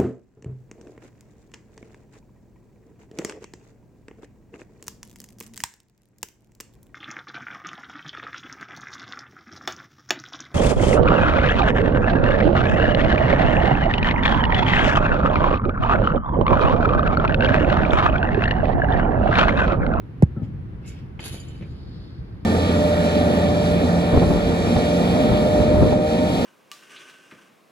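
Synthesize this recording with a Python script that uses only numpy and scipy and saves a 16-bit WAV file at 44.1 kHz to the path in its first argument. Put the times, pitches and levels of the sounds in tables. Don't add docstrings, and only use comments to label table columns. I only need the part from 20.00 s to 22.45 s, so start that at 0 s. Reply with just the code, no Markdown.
import sys
import numpy as np
from scipy import signal
from scipy.fft import rfft, irfft
from scipy.io import wavfile

SR = 44100
rng = np.random.default_rng(int(sys.argv[2]) if len(sys.argv) > 2 else 0)


def wav_out(sig):
    wavfile.write(sys.argv[1], SR, np.round(np.clip(np.atleast_2d(sig).T, -1, 1) * 32767).astype(np.int16))


N = 108045


def undb(db):
    return 10 ** (np.asarray(db) / 20)

def unit(x):
    return x / np.sqrt(np.mean(x ** 2))

def since(start_s):
    return np.maximum(np.arange(N) / SR - start_s, 0)

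def stereo(mid, side):
    return np.array([mid + side, mid - side])

def pan(db):
    return undb(np.array([[db], [-db]]) / 2)

def colour(x, spectrum):
    hz, db = np.array(spectrum, float).T
    bins_hz = np.maximum(np.arange(N // 2 + 1) * SR / N, 1)
    return irfft(rfft(x) * undb(np.interp(np.log(bins_hz), np.log(hz), db)), N)

def dull(x, cutoff_hz):
    return signal.sosfilt(signal.butter(2, cutoff_hz, fs=SR, output="sos"), x)

def noise(spectrum, width):
    mid, side = unit(colour(rng.standard_normal((2, N)), spectrum))
    return stereo(mid, width * side)

def swell(start_s, attack_s, decay_s):
    t = since(start_s)
    return np.minimum(t / attack_s, 1) * np.exp(-np.maximum(t - attack_s, 0) / decay_s)

def flutter(cutoff_hz=70, depth_db=1.3):
    wobble = unit(dull(rng.standard_normal(N), cutoff_hz))
    return undb(depth_db * np.clip(wobble, -2, 2))

def near(x, decay_s=0.011, reflections_db=2, right_lag_s=0.0001):
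    t = np.arange(1024) / SR
    reflections = rng.standard_normal((2, len(t))) * np.exp(-t / decay_s)
    reflections /= np.sqrt(np.sum(reflections ** 2, axis=1, keepdims=True))
    direct = np.sinc((t - np.array([[0], [right_lag_s]])) * SR)
    return signal.fftconvolve(direct + undb(reflections_db) * reflections, x[None], axes=1)[:, :N]

def rub(spectrum, start_s, attack_s, decay_s, level_db, slips_per_s=4000, spread_db=3):
    slips = (rng.random(N) < slips_per_s / SR) * rng.standard_normal(N)
    slips *= undb(spread_db * np.minimum(rng.exponential(size=N), 4))
    return undb(level_db) * near(unit(colour(slips, spectrum)) * swell(start_s, attack_s, decay_s))

def ring(modes, knocks, attack_s=0.003):
    out = np.zeros((2, N))
    hz, mode_db, t60_s = np.array(modes).T[:, :, None]
    for start_s, level_db in knocks:
        t = since(start_s)
        spread_db, detune, skew = rng.standard_normal((3, len(modes), 1))
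        envelope = np.minimum(t / attack_s, 1) * np.exp(-np.log(1000) * t / t60_s)
        amplitude = undb(level_db + mode_db + spread_db) * envelope
        phase = 2 * np.pi * hz * (1 + 0.0009 * detune) * t
        out += [np.sum(amplitude * np.sin(phase + side * 0.7 * skew), axis=0) for side in (1, -1)]
    return out


# frequency_hz, level_db
AIR_SPECTRUM = [(15, -58), (25, -15), (59, -2), (134, -2.5), (249, -15), (350, -18), (476, -26.5),
                (591, -33.5), (1790, -40.5), (4370, -57.5), (8590, -74), (11300, -65.5), (16000, -87)]
AIR_WIDTH = [(30, -16), (70, -11), (150, -14), (300, -7.5), (600, 1), (1500, 0.5), (10000, 0.5)]

def wind_and_town(level_db=-35.5, waver_db=1.22):
    mid, side = unit(colour(rng.standard_normal((2, N)), AIR_SPECTRUM))
    waver = unit(colour(rng.standard_normal(N), [(8, 0), (30, -40.5), (100, -83)]))
    steady = undb(level_db) * stereo(mid, colour(side, AIR_WIDTH))
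    bass = colour(steady, [(200, 0), (700, -20.5)])
    return steady + (undb(waver_db * waver) - 1) * bass


def thump(start_s, pitch_hz=1192, halving_s=0.001522, level_db=1.35):
    attack_s, hold_s, decay_s = 0.0071, 0.013, 0.0053
    t = since(start_s)
    phase = 2 * np.pi * pitch_hz * halving_s * np.log1p(t / halving_s)
    envelope = np.minimum(t / attack_s, 1) * np.exp(-np.maximum(t - hold_s, 0) / decay_s)
    return undb(level_db) * envelope * np.sin(phase)


# pitch_hz, level_db, t60_s
BALL_MODES = [(408, -51.5, 0.018), (614, -36, 0.08), (801, -28.5, 0.059), (1233, -42.5, 0.044),
              (1760, -31.5, 0.035)]

def shell(start_s):
    t = since(start_s)
    return sum(undb(db) * np.sin(2 * np.pi * hz * t) * np.exp(-np.log(1000) * t / t60_s)
               for hz, db, t60_s in BALL_MODES)


# frequency_hz, level_db
SLAP_SPECTRUM = [(500, -0.5), (1800, 5.5), (3300, -8.5), (5500, -3), (7500, -5), (11000, -11.5),
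                 (16000, -18)]

def kick(start_s=0.2232, left_lag_s=0.000245, slap_db=-35):
    boom = np.array([thump(onset_s) + shell(onset_s) for onset_s in (start_s + left_lag_s, start_s)])
    low_mids = signal.lfilter(*signal.iirpeak(273, Q=2.13, fs=SR), boom)
    boom -= undb(-2.5) * low_mids
    contact = swell(start_s, 0.0019, 0.0012) + undb(-24) * swell(start_s, 0.0066, 0.015)
    slap = undb(slap_db) * noise(SLAP_SPECTRUM, width=1) * contact
    return (boom + slap) * pan(-1.7)


def scatter(sound, start_s, decay_s):
    mid, side = rng.standard_normal((2, N)) * swell(start_s, 0.0063, decay_s)
    response = stereo(mid, 0.25 * side) / np.sqrt(np.sum(mid ** 2))
    return signal.fftconvolve(response, sound[None], axes=1)[:, :N]

def whistle(start_s, end_hz=1245, drop_hz=130, glide_s=0.025, level_db=-47):
    hz = end_hz + drop_hz * np.exp(-since(start_s) / glide_s)
    tone = np.sin(2 * np.pi * np.cumsum(hz) / SR)
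    return undb(level_db) * swell(start_s, 0.0023, 0.032) * tone * flutter()


# start_s, specular_db, diffuse_db, diffuse_decay_s, pan_db
REFLECTIONS = [(0.3632, -22.5, -24.5, 0.034, 2.5), (0.4161, -20.5, -29, 0.02, 8),
               (0.538, -34.5, -48, 0.021, 4)]

def echoes(ring_db=13, tail_db=-15.5):
    first_s = REFLECTIONS[0][0]
    muffled_kick = dull(thump(0) + undb(ring_db) * shell(0), cutoff_hz=1150)
    out = undb(tail_db) * scatter(dull(thump(0), cutoff_hz=198), first_s, decay_s=0.3)
    for start_s, specular_db, diffuse_db, decay_s, pan_db in REFLECTIONS:
        specular = undb(specular_db) * dull(thump(start_s), cutoff_hz=320)
        diffuse = undb(diffuse_db) * scatter(muffled_kick, start_s, decay_s)
        out += pan(pan_db) * (specular + diffuse)
    return out + whistle(first_s)


# frequency_hz, level_db
TURF_SPECTRUM = [(700, -32), (1700, -7), (2400, -1), (3200, -1.5), (3900, -14), (5000, -10), (8000, -27.5),
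                 (14000, -32)]
BLADE_SPECTRUM = [(2000, -27), (4500, -8), (6000, -5), (7200, 4.5), (8400, -20), (9800, -6.5), (11800, -15),
                  (14000, -28)]

def step():
    landing = dict(start_s=0.418, attack_s=0.011, decay_s=0.033)
    return rub(TURF_SPECTRUM, **landing, level_db=-63) + rub(BLADE_SPECTRUM, **landing, level_db=-77)

def keeper():
    slide = rub(TURF_SPECTRUM, start_s=0.81, attack_s=0.07, decay_s=0.088, level_db=-55.5)
    scrape = rub(TURF_SPECTRUM, start_s=0.92, attack_s=0.067, decay_s=0.038, level_db=-60.5)
    skid = rub(BLADE_SPECTRUM, start_s=0.854, attack_s=0.024, decay_s=0.028, level_db=-49.5)
    return (slide + scrape + skid) * pan(-1.4)


# start_s, thud_db, smack_db, decay_s
BALL_BLOWS = [(1.192, -36, -37, 0.0079), (1.259, -43, -43.5, 0.018), (1.343, -30.5, -48, 0.02),
              (1.61, -32, -48, 0.0084), (1.622, -32, -48.5, 0.024)]
# frequency_hz, level_db
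THUD_SPECTRUM = [(50, -3), (150, 13.5), (350, -2), (600, -7), (1200, -67), (4000, -82)]
SMACK_SPECTRUM = [(300, -1.5), (900, 2.5), (1300, -7.5), (2400, 5), (3100, -6.5), (4200, -12), (8000, -34),
                  (14000, -42)]

def blows(attack_s=0.0014):
    thud, smack = noise(THUD_SPECTRUM, width=0.12), noise(SMACK_SPECTRUM, width=0.59)
    return sum((undb(thud_db) * thud + undb(smack_db) * smack) * swell(start_s, attack_s, decay_s)
               for start_s, thud_db, smack_db, decay_s in BALL_BLOWS)


# frequency_hz, level_db
CORD_SPECTRUM = [(300, 3), (800, -5), (1200, -8), (2000, -3), (3100, 1.5), (4600, -5.5), (5700, -16),
                 (7200, -10), (8400, -34), (10000, -11), (14000, -46)]
MESH_SPECTRUM = [(1000, 0), (3000, -4.5), (4600, 5), (5700, -7.5), (7000, 3), (7800, -9), (8500, -36),
                 (9300, 3), (10600, 1), (12600, -6.5), (13600, -23), (14900, -18), (15800, -36)]
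SETTLE_SPECTRUM = [(1000, -24), (3000, 2), (4000, 8), (5000, 9), (5750, -14), (7200, -13), (8400, -45),
                   (10000, -17), (14000, -44)]

def net():
    hit = rub(CORD_SPECTRUM, start_s=1.193, attack_s=0.014, decay_s=0.19, level_db=-45)
    snap = rub(CORD_SPECTRUM, start_s=1.2565, attack_s=0.001, decay_s=0.016, level_db=-41)
    drag = rub(MESH_SPECTRUM, start_s=1.226, attack_s=0.032, decay_s=0.032, level_db=-40)
    recoil = rub(MESH_SPECTRUM, start_s=1.307, attack_s=0.019, decay_s=0.056, level_db=-47.5)
    settle = rub(SETTLE_SPECTRUM, start_s=1.45, attack_s=0.56, decay_s=0.23, level_db=-62)
    return (hit + snap) * pan(-0.61) + drag + recoil + settle


# pitch_hz, level_db, t60_s
CLACK_MODES = [(797, -8, .022), (1195, -11, .025), (1776, -12, .03), (2080, -2, .022), (2557, -2, .013),
               (2972, -4, .018)]
# start_s, level_db
CORD_CONTACTS = [(1.1933, -29), (1.1992, -38)]

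def clack():
    return ring(CLACK_MODES, CORD_CONTACTS, attack_s=0.0004)


# pitch_hz, level_db, t60_s
FRAME_MODES = [(826, -7, .2), (1513, -4, .4), (2439, -4, .45), (2575, -4, .45), (2657, -4, .4),
               (3010, 2, 1.0), (3191, -3, .4), (4156, -10, .4), (4243, -10, .4)]
# start_s, level_db
NET_TUGS = [(1.194, -52), (1.232, -50), (1.262, -51), (1.335, -53), (1.47, -60)]

def frame():
    return ring(FRAME_MODES, NET_TUGS)


# pitch_hz, level_db
FITTING_MODES = [(4738, -3), (6575, -9), (7142, 0), (9450, -21), (10230, -22), (10596, -18), (11790, -26)]
# start_s, level_db, tilt_db_per_octave, t60_s
FITTING_KNOCKS = [(1.2045, -48, -15, .045), (1.2436, -42, 6, .05), (1.3314, -51, -3, .08),
                  (1.3514, -46, 3, .11), (1.399, -39, 3, .085), (1.482, -43.5, 20, .08),
                  (1.559, -67, -25, .09), (1.577, -71, -25, .08), (1.7094, -70, 5, .12)]

def fittings(main_hz=7142):
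    out = np.zeros((2, N))
    for start_s, level_db, tilt, t60_s in FITTING_KNOCKS:
        modes = [(hz, db + tilt * min(np.log2(hz / main_hz), 0), t60_s) for hz, db in FITTING_MODES]
        out += ring(modes, [(start_s, level_db)]) * flutter()
    return out


# pitch_hz, level_db, t60_s
HOOK_MODE = [(3273, 0, .07)]
# start_s, level_db
HOOK_KNOCKS = [(1.236, -42), (1.376, -44)]

def hook():
    return ring(HOOK_MODE, HOOK_KNOCKS) * flutter()


def scene():
    shot_and_dive = kick() + echoes() + step() + keeper()
    goal = net() + clack() + frame() + hook() + fittings() + blows()
    return shot_and_dive + goal + wind_and_town()

def record(dry, low_cut_hz=28, top_hz=15700):
    thinned = signal.sosfilt(signal.butter(2, low_cut_hz, "high", fs=SR, output="sos"), dry)
    clipped = np.clip(thinned, -1, 1)
    return signal.sosfilt(signal.ellip(8, 0.2, 80, top_hz, fs=SR, output="sos"), clipped)


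dry = scene()
out = record(dry)
wav_out(out)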